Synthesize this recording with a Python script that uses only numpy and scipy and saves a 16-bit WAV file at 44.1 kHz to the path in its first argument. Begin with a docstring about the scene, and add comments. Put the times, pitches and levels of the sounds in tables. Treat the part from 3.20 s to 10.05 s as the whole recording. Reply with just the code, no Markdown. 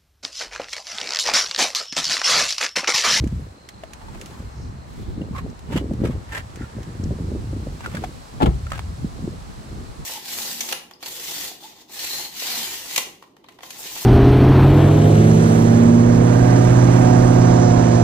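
"""A hand rumbles and bumps on a phone as someone steps out of a parked car onto gritty asphalt.
Clothes swish, plastic trim ticks, heels knock and soles scuff. Then the door swings shut: it meets
its seal, latches twice and its weight sets the car body booming.
Behind it all lie a low rumble, distant traffic, airy hiss and a faint, pulsing insect."""
import sys
import numpy as np
from scipy.fft import rfft, irfft, next_fast_len
from scipy.io import wavfile

SR = 44100
rng = np.random.default_rng(int(sys.argv[2]) if len(sys.argv) > 2 else 0)


def dump(signal):
    """Clip the signal to [-1, 1] and save it as 16-bit WAV at the path in sys.argv[1]."""
    limited = np.clip(np.atleast_2d(signal).T, -1, 1)
    pcm = np.round(limited * 32767).astype(np.int16)
    wavfile.write(sys.argv[1], SR, pcm)


N = 302085
TIME = np.arange(N) / SR  # scene clock [s]
AGE = np.arange(SR) / SR  # time since a contact [s]

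# Levels are fader settings, ahead of each layer's own trim.
# open air, less shielded once the phone leaves the cabin: (time [s], traffic [dB], hiss [dB])
AIR_LEVELS = [(0, -52, -56.5), (.4, -56, -61.5), (.9, -50.5, -56.5), (1.6, -52, -60), (2.4, -52.5, -58.5),
              (3.0, -51, -56.5), (3.8, -50, -54.5), (4.9, -50.5, -53), (6.85, -49.5, -53.5)]
# fader rides of the low rumble and the insect: (time [s], level [dB])
RUMBLE_LEVELS = [(0, -57), (.35, -59), (.7, -40), (1.1, -41.5), (1.7, -35.5), (2.4, -35.5), (3.3, -42.5),
                 (4.2, -39), (5.1, -38.5), (5.45, -34), (6, -34), (6.3, -39), (6.85, -36)]
INSECT_LEVELS = [(0, -68), (.3, -65), (.53, -57.5), (.9, -68), (1.3, -62), (1.65, -62.5), (1.85, -67),
                 (2.1, -63), (2.5, -70), (3.5, -71), (6.85, -61.5)]
# tone of the bed's layers, from low rumble to top sheen: (frequency [Hz], level [dB])
RUMBLE_EQ = [(22, -40), (36, 6.5), (50, -3.5), (65, 3.5), (95, -7.5), (130, -6.5), (200, -8), (300, -15),
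             (450, -19), (700, -55)]
TRAFFIC_EQ = [(150, -4), (300, -7.5), (500, 3), (800, 5.5), (1100, 3.5), (1500, -2.5), (2100, -6.5),
              (3000, -14.5), (5000, -36.5)]
HISS_EQ = [(1200, -18), (2500, -0.5), (4300, 2.5), (6500, -1.5), (8500, -0.5), (10500, -9), (15800, -21)]
SHEEN_EQ = [(6500, -35), (10000, 3.5), (13000, -6.5), (15800, -5.5)]
# stereo image of the open air: (frequency [Hz], left-right correlation [-1..1])
AIR_IMAGE = [(60, 0.085), (250, 0.061), (500, -0.12), (1000, -0.56), (2000, 0.078), (4000, 0.14),
             (8000, 0.18), (14000, -0.51)]

# the shirt rustles as the body turns: (peak time [s], half length [s], level [dB])
RUSTLES = [(0.116, 0.24, -56), (1.097, 0.2, -51), (1.773, .1, -52.5), (4.753, 0.3, -52.5)]
# clothes brush the seat and door frame: (peak time [s], half length [s], level [dB], centre [Hz])
SWISHES = [(1.15, 0.071, -49.5, 970), (1.416, 0.099, -56.5, 5560), (1.863, 0.15, -59, 3660),
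           (2.302, 0.0043, -54.5, 5870), (3.41, 0.041, -49, 1820), (3.622, 0.23, -56, 1760),
           (3.841, 0.0033, -41.5, 5860)]
# small plastic ticks: (time [s], level [dB])
TICKS = [(0.041, -35), (0.0734, -35.5), (0.4884, -29), (0.7334, -30), (1.013, -28.5), (1.059, -31),
         (2.391, -39), (2.7348, -40), (3.358, -33), (3.6301, -36.5), (3.8375, -43), (5.5035, -33)]
# tone of shirt cloth and plastic trim: (frequency [Hz], level [dB])
SHIRT_EQ = [(400, -23), (1500, 6), (4000, -1.5), (8000, -2.5), (12000, -5), (16000, -9)]
TICK_EQ = [(710, -42), (1200, -4), (2210, 1), (4590, -7.5), (6480, -3), (8470, -9), (9430, 3), (10500, -12),
           (14300, -16), (15600, -19)]

# shifts of the grip, except at 5.348 s, where a low boom near 60 Hz lingers after the door shuts:
# (time [s], hold [s], low end [dB], rub [dB])
LOW_SWELLS = [(0.0, 0.054, -22.5, -36), (0.121, 0.096, -25.5, -38.5), (0.215, 0.016, -37, -36.5),
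              (0.935, 0.23, -49.5, -43), (1.199, 0.059, -33.5, -41.5), (1.371, .19, -34.5, -41),
              (1.808, .13, -38, -42.5), (1.981, 0.039, -33, -29.5), (2.144, 0.032, -31.5, -43),
              (2.237, 0.033, -32, -32), (2.521, 0.12, -27.5, -27), (2.71, 0.01, -29, -24.5),
              (2.788, 0.17, -27.5, -32), (2.827, 0.02, -22.5, -18), (3.097, 0.16, -35, -46.5),
              (3.369, 0.058, -33.5, -36.5), (3.576, 0.0071, -28.5, -29.5), (3.673, 0.083, -37, -36),
              (3.82, 0.11, -27.5, -30), (4.006, .16, -29, -28.5), (4.246, 0.29, -29.5, -34.5),
              (4.682, 0.19, -33.5, -35), (5.348, 0.514, -31.5, -50.5), (6.008, 0.11, -31, -33),
              (6.464, 0.14, -36.5, -38.5)]
# the hand bumps the case: (time [s], level [dB], pitch [Hz], snap over the knock [dB])
CASE_BUMPS = [(0.039, -7, 300, -28), (0.067, -7.5, 197, -33), (0.125, -11, 174, -28),
              (1.203, -18.5, 174, -16), (1.979, -15, 250, -30), (2.017, -11.5, 214, -11),
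              (2.11, -14.5, 183, -27), (2.244, -12.5, 237, -20), (2.557, -3, 288, -38),
              (2.564, -14, 220, -1), (2.612, -12.5, 322, -20), (2.711, -10.5, 257, -5.5),
              (2.847, -7.5, 412, -11), (2.896, -9, 165, -10.5), (3.41, -13.5, 235, -22),
              (3.584, -24.5, 198, 1), (3.798, -12, 172, -31), (3.858, -11, 217, -28),
              (3.907, -9.5, 170, -9.5), (3.997, -18, 169, -10), (4.121, -18, 204, -7),
              (4.16, -14.5, 343, -10), (4.33, -15, 298, -9), (4.364, -14, 252, -34), (4.469, -15, 238, -3),
              (4.745, -14.5, 170, -6.5), (5.845, -6, 198, -34), (6.042, -9.5, 180, -26),
              (6.076, -10.5, 340, -16)]
# tone of the swells' low end and rub: (frequency [Hz], level [dB])
LOW_END_EQ = [(22, -36), (40, -10), (62, -3), (85, -4.5), (120, -7.5), (170, -17), (300, -39.5), (600, -75)]
RUB_EQ = [(70, -12), (150, 2), (270, -8.5), (400, -8.5), (500, -9.5), (700, -39), (1200, -68)]

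# knocks of trim, heels and stones, except at 2.149 and 3.156 s, the brief pitched ring of a sole
# scuffing on grit: (time [s], crunch [dB], ring [dB], ring pitch [Hz])
SHORT_RINGS = [(0.6356, -33.5, -21.5, 646), (0.884, -40, -30.5, 900), (2.016, -44, -34.5, 2830),
               (2.149, -40, -26, 1110), (2.852, -36, -44, 1330), (3.156, -42, -24, 1850),
               (4.606, -33.5, -31, 945), (4.66, -27, -17, 1415), (4.769, -36, -21, 1650),
               (4.839, -29, -13, 737), (5.467, -35, -27, 1360), (5.5182, -21.5, -19.5, 1260),
               (5.532, -32, -23, 1300), (5.578, -29, -40, 1190), (5.592, -26, -42, 1680)]
# soles slide on grit:
# (peak time [s], 20 dB rise [s], 20 dB fall [s], level [dB], ring pitch [Hz], ring over grit [dB])
SCUFFS = [(.82, 0.1, 0.063, -50, 850, 12), (0.948, 0.027, 0.023, -45, 880, 5),
          (2.164, 0.038, 0.043, -35, 1100, 21), (2.182, 0.038, 0.026, -35, 1710, 7),
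          (2.527, 0.034, 0.047, -33, 960, 9), (2.572, 0.065, 0.033, -30, 2930, 5),
          (2.856, 0.047, 0.069, -39, 1310, 1), (2.909, 0.019, 0.032, -40.5, 1160, 9),
          (3.158, 0.059, 0.049, -29.5, 1810, 7), (3.18, 0.026, 0.03, -32, 1760, 9),
          (3.431, 0.069, 0.061, -44, 1390, 12), (4.651, 0.056, 0.029, -37.5, 1600, 10),
          (4.765, 0.14, 0.046, -36.5, 1260, 3), (4.846, 0.049, 0.014, -36, 1610, -3),
          (5.552, 0.046, 0.044, -37, 1490, 2)]
# tone of grit underfoot: (frequency [Hz], level [dB])
GRIT_EQ = [(200, -10), (500, 2), (1000, 2), (2200, 0.5), (3500, -5.5), (5500, -13), (8000, -12.5),
           (12000, -17.5), (16000, -23)]

# door contacts, seal to second catch: (time [s], shell ring [dB], skin rattle [dB], latch [dB])
DOOR_CONTACTS = [(5.203, -17.5, -28.5, -40), (5.211, -13, -19.5, -35), (5.2207, -10, -19.5, -24),
                 (5.229, -21, -18.5, -24.5), (5.2589, -17, -24.5, -26.5), (5.263, -28, -17.5, -46),
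                 (5.276, -30, -43, -46)]
# resonances of the door's skin: (frequency [Hz], width [Hz], level [dB])
SKIN_BANDS = [(348, 130, 11.5), (510, 140, -7.5), (670, 110, -4), (784, 110, 2), (1020, 94, -11),
              (1290, 75, -7), (1620, 80, -24), (2130, 330, -19)]
# tone of the steel latch: (frequency [Hz], level [dB])
LATCH_EQ = [(700, -15), (1400, 1.5), (2300, -2), (3100, 2.5), (4200, -6.5), (5500, -17), (8000, -13),
            (12000, -22), (16000, -32)]
# the door's weight lands and settles: (time [s], level [dB], centre of the push [Hz])
DOOR_PUSHES = [(5.2103, -12, 303), (5.2283, 0, 250), (5.232, -6, 60), (5.243, -8.5, 153), (5.2637, -5, 370),
               (5.2687, -3, 119), (5.278, -2, 58)]
# modes of the hollow door shell and of the car body and cabin: (frequency [Hz], level [dB], t60 [s])
SHELL_MODES = [(763, -6, 0.069), (853, -0.5, 0.064), (1100, -11, 0.091), (1364, -13, 0.095),
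               (1700, -16.5, 0.06), (3170, -27, 0.075)]
BODY_MODES = [(50, -6, 0.22), (61.2, -10, 0.37), (74.4, -14, 0.5), (120, -2, 0.089), (139.2, -11, 0.41),
              (170.6, -1, 0.16), (241, -21, 0.084), (267, 0, 0.048), (321, -11, 0.078), (419, -17, 0.13)]
# treble dips of the microphone pair: (frequency [Hz], width [Hz])
MID_DIPS, SIDE_DIPS = [(9400, 482), (14300, 670)], [(12000, 720)]


def amp(db):
    """Decibels to gain."""
    return 10 ** (np.asarray(db) / 20)


def unit(x):
    """Scale to rms 1."""
    return x / np.sqrt(np.mean(x ** 2) + 1e-20)


def along(points, hz):
    """Read (frequency [Hz], value) points on a log frequency axis."""
    f, values = np.transpose(points)
    return np.interp(np.log(hz + 1), np.log(f + 1), values)


def curves(rows):
    """One fader curve over the scene for each column after the time."""
    times, *columns = np.transpose(rows)
    return [np.interp(TIME, times, column) for column in columns]


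def filtered(x, response):
    """Shape x with a complex frequency response."""
    n = x.shape[-1]
    padded = next_fast_len(n + 4096)
    return irfft(rfft(x, padded) * response(np.fft.rfftfreq(padded, 1 / SR)), padded)[..., :n]


def resonance(f, hz, width):
    """One damped resonance, gain 1 at its centre."""
    return 1j * f * width / (hz * hz - f * f + 1j * f * width)


def noise(colour, image, size=N):
    """Coloured stereo noise of rms 1; image lists (frequency [Hz], left-right correlation [-1..1])."""
    def mid_side(f):
        angle = np.arccos(np.clip(along(image, f), -1, 1)) / 2
        return colour(f) * np.array([np.cos(angle), np.sin(angle)])
    mid, side = filtered(rng.standard_normal((2, size)), mid_side)
    return unit(np.array([mid + side, mid - side]))


def eq_noise(eq, image, size=N):
    """Stereo noise through an EQ curve of (frequency [Hz], level [dB]) points."""
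    return noise(lambda f: amp(along(eq, f)), image, size)


def grainy(rate, depth_db, size=N):
    """A spiky random gain of rms 1 that glides to a new level rate times a second."""
    knots = np.clip(rng.standard_normal(size), -2, 2)
    samples = np.arange(size)
    return unit(amp(depth_db * np.interp(samples * rate / SR, samples, knots)))


def decay(t, t60, attack):
    """Envelope of a hit: a quick rise, then 60 dB down in t60 seconds."""
    return amp(-60 * t / t60) * (1 - np.exp(-t / attack))


def add(track, start, sound):
    """Mix a sound into a track from start [s]."""
    part = track[..., max(round(start * SR), 0):][..., :sound.shape[-1]]
    part += sound[..., :part.shape[-1]]


def pan(x, left_db, lead_ms=0):
    """Place a sound: positive values make the left channel louder and earlier."""
    ear = np.array([[.5], [-.5]])
    return filtered(x, lambda f: amp(ear * left_db) * np.exp(2j * np.pi * f * ear * lead_ms / 1000))


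def open_air():
    """A bed of low rumble, far traffic and hiss; the hiss brightens as it swells outside the cabin."""
    traffic_db, hiss_db = curves(AIR_LEVELS)
    sheen_db = -59.5 + 1.6 * (hiss_db - hiss_db.max())
    rumble = amp(curves(RUMBLE_LEVELS)[0]) * eq_noise(RUMBLE_EQ, AIR_IMAGE) * grainy(rate=20, depth_db=6)
    traffic = amp(traffic_db + 4.5) * eq_noise(TRAFFIC_EQ, AIR_IMAGE) * grainy(rate=19, depth_db=0.3)
    hiss = amp(hiss_db + 2) * eq_noise(HISS_EQ, AIR_IMAGE)
    sheen = amp(sheen_db) * eq_noise(SHEEN_EQ, AIR_IMAGE)
    return rumble + pan(traffic, left_db=0.5) + pan(hiss + sheen, left_db=-4)


def insect(song_hz=4150, width_hz=260, pulse_hz=55):
    """A distant insect buzzes in quick narrow-band pulses."""
    pulses = 1 + .6 * np.cos(2 * np.pi * pulse_hz * TIME)
    song = noise(lambda f: resonance(f, song_hz, width_hz) ** 2, image=[(4000, 0.21)])
    return amp(curves(INSECT_LEVELS)[0] - 0.5) * unit(song * pulses)


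def shirt():
    """Light cloth rustles in broad, airy swells."""
    swells = sum(amp(db) * np.exp(-((TIME - peak) / half) ** 2) for peak, half, db in RUSTLES)
    return swells * eq_noise(SHIRT_EQ, AIR_IMAGE) * grainy(rate=120, depth_db=1.5)


def clothes():
    """Fabric slides over the seat and door frame in soft swishes and brief zips."""
    out, t = np.zeros((2, N)), AGE[:SR // 2]
    crest = t.mean()
    for peak, half, db, hz in SWISHES:
        swell = np.exp(-((t - crest) / half) ** 2)
        weave = grainy(rate=400, depth_db=2.5, size=len(t))
        fibres = noise(lambda f: resonance(f, hz, .35 * hz) ** 2, image=[(3000, 0.55)], size=len(t))
        add(out, peak - crest, amp(db) * swell * weave * fibres)
    return out


def trim_ticks():
    """Plastic trim ticks lightly, with a brief cabin tail."""
    out, t = np.zeros((2, N)), AGE[:SR // 12]
    envelope = decay(t, t60=0.023, attack=0.00033) + amp(-12) * decay(t, t60=0.083, attack=0.0011)
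    for start, db in TICKS:
        add(out, start, amp(db - 3.5) * envelope * eq_noise(TICK_EQ, image=[(3000, 0.4)], size=len(t)))
    return pan(out, left_db=-3)


def swell_gains(attack_s=0.055, release_s=0.11):
    """Gains of low end and rub: each swell rises, holds and falls, 20 dB per attack or release."""
    low, rub = amp(-54.5), amp(-49.5)  # the hand at rest
    for start, hold, low_db, rub_db in LOW_SWELLS:
        before, after = (start - TIME) / attack_s, (TIME - start - hold) / release_s
        envelope = amp(np.clip(-20 * np.maximum(before, after), -100, 0))
        low = np.maximum(low, amp(low_db) * envelope)
        rub = np.maximum(rub, amp(rub_db) * envelope)
    return low, rub


def skin_slips(median_rate=100, slip_hz=240.8, pitch_scatter=0.33, scatter_db=4.5):
    """Skin sticks and slips: a train of one-cycle thuds of uneven spacing, size, pitch and pan."""
    count, t = 1200, AGE[:SR // 40]
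    gap, pitch, size, side = rng.standard_normal((count, 4)).T[:, :, None]
    onsets = np.cumsum(np.exp(.5 * gap), axis=0) * SR / median_rate
    cycles = slip_hz * np.exp(pitch_scatter * np.clip(pitch, -2, 2)) * t
    strength = amp(scatter_db * np.clip(size, -2, 1))
    thuds = strength * np.sin(2 * np.pi * cycles) * cycles * np.exp(-2.6 * cycles)
    samples = (onsets.astype(int) + np.arange(len(t))).ravel()
    channels = [np.bincount(samples, (thuds * amp(ear * side)).ravel(), N)[:N] for ear in (1, -1)]
    return unit(np.array(channels))


def case_bumps(push_hz=90, snap_hz=520):
    """The hand bumps the case, dead centre: a dull knock with a low push and a higher snap."""
    out, t = np.zeros(N), AGE[:SR // 8]
    for start, db, hz, snap_db in CASE_BUMPS:
        detune = rng.uniform(0.99, 1.01)
        knock = np.sin(2 * np.pi * hz * t) * decay(t, t60=0.022, attack=0.0028)
        push = np.sin(2 * np.pi * push_hz * t) * decay(t, t60=0.024, attack=0.012)
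        snap = np.sin(2 * np.pi * snap_hz * detune * t) * decay(t, t60=0.016, attack=0.0019)
        add(out, start, amp(db + 4.5) * (knock + amp(-19) * push + amp(snap_db) * snap))
    return out


def handling_and_boom_tail():
    """The grip sways, rubs and bumps, cushioned by flesh; the low end also holds the door's boom tail."""
    low_gain, rub_gain = swell_gains()
    low_end = low_gain * amp(0.5) * eq_noise(LOW_END_EQ, image=[(60, 0.98)])
    friction = eq_noise(RUB_EQ, image=[(200, 0.68), (700, 0.31)])
    rub = rub_gain * (amp(-8) * friction + amp(-2.5) * skin_slips())
    cushion = lambda f: amp(along([(20, -27), (55, 0.5), (620, 0), (1100, -3.5), (3000, -32)], f))
    return low_end + filtered(rub + case_bumps(), cushion)


def short_rings():
    """A short crunch around one pitch: a knock of trim, heel or stone, or a scuffing sole's ring."""
    out, t = np.zeros((2, N)), AGE[:SR // 6]
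    envelope = decay(t, t60=0.015, attack=0.00071) + amp(-7.5) * decay(t, t60=0.05, attack=0.00087)
    for start, crunch_db, ring_db, hz in SHORT_RINGS:
        crunch = eq_noise(GRIT_EQ, image=[(800, 1), (2000, 0.5), (6000, 0.18)], size=len(t))
        ring = pan(np.sin(2 * np.pi * hz * t), left_db=3.5, lead_ms=0.098)
        add(out, start, envelope * (amp(crunch_db) * crunch + amp(ring_db) * ring))
    return out


def close_echoes(x, count=4, echo_db=-8, latest_s=0.009):
    """Early reflections off the car's side and the ground colour a sound."""
    out = x.copy()
    for delay, sign in zip(rng.uniform(.002, latest_s, count), rng.choice([-1, 1], count)):
        add(out, delay, sign * amp(echo_db) * x)
    return out


def scuffs(ring_width_hz=190):
    """Soles slide on grit in swelling bursts of tiny fractures, each with one ringing band."""
    out, t = np.zeros((2, N)), AGE[:SR // 3]
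    crest = t.mean()
    for peak, rise, fall, db, hz, ring_db in SCUFFS:
        swell = amp(-20 * np.maximum((crest - t) / rise, (t - crest) / fall))
        cracks = grainy(rate=290, depth_db=6, size=len(t))
        ring = lambda f: 1 + amp(ring_db) * abs(resonance(f, hz, ring_width_hz)) ** 2
        colour = lambda f: amp(along(GRIT_EQ, f)) * ring(f)
        grit = noise(colour, image=[(800, 0.53), (2000, 0.067), (6000, 0.069)], size=len(t))
        add(out, peak - crest, close_echoes(amp(db + 0.5) * swell * cracks * grit))
    return out


def door_clack():
    """Each contact rings the door's hollow shell, rattles its skin and snaps the steel latch."""
    out, t = np.zeros((2, N)), AGE[:SR // 3]
    skin_colour = lambda f: sum(amp(db) * abs(resonance(f, hz, width)) ** 2
                                for hz, width, db in SKIN_BANDS)
    shell = sum(amp(db) * np.sin(2 * np.pi * hz * t) * decay(t, t60, attack=0.00096)
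                for hz, db, t60 in SHELL_MODES)
    rattle = decay(t, t60=0.12, attack=0.00088) + amp(-19.5) * decay(t, t60=0.37, attack=0.01)
    snap = decay(t, t60=0.064, attack=0.00026)
    for start, shell_db, skin_db, latch_db in DOOR_CONTACTS:
        skin = rattle * noise(skin_colour, image=[(400, 0.65), (1500, 0.14)], size=len(t))
        latch = snap * eq_noise(LATCH_EQ, image=[(2500, 0.18), (7000, 0.075)], size=len(t))
        add(out, start, amp(shell_db) * shell + amp(skin_db) * skin + amp(latch_db) * latch)
    return pan(out, left_db=4, lead_ms=0.45)


def door_boom(selectivity=3):
    """The door's weight rings the body: a hard push wakes high modes, a cushioned one low modes."""
    out = np.zeros(N)
    for start, db, push_hz in DOOR_PUSHES:
        for hz, mode_db, t60 in BODY_MODES:
            share = 1 / (1 + (selectivity * np.log(hz / push_hz)) ** 2)
            ring = np.sin(2 * np.pi * hz * AGE) * decay(AGE, t60, attack=0.0035)
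            add(out, start, amp(db + mode_db) * share * ring)
    return pan(out, left_db=1.5, lead_ms=0.82)


def scene():
    """The mix: outdoor bed, close sounds, footwork and the door."""
    bed = open_air() + insect()
    close = handling_and_boom_tail() + clothes() + shirt() + trim_ticks()
    footwork = pan(short_rings() + scuffs(), left_db=-1, lead_ms=0.13)
    return bed + close + footwork + door_clack() + door_boom()


def record(dry):
    """The phone's stereo microphone notches the treble, rounds tall peaks and cuts both band ends."""
    ceiling, low_cut_hz, high_cut_hz = 0.75, 26.8, 15850
    dips = lambda rows, f: amp(-24 * sum(np.exp(-((f - hz) / width) ** 2) for hz, width in rows))
    mid = filtered((dry[0] + dry[1]) / 2, lambda f: dips(MID_DIPS, f))
    side = filtered((dry[0] - dry[1]) / 2, lambda f: dips(SIDE_DIPS, f))
    pair = np.array([mid + side, mid - side])
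    rounded = pair / (1 + (pair / ceiling) ** 6) ** (1 / 6)
    return filtered(rounded, lambda f: (f < high_cut_hz) * f ** 4 / (f ** 4 + low_cut_hz ** 4))


dry = scene()
out = record(dry)
dump(out)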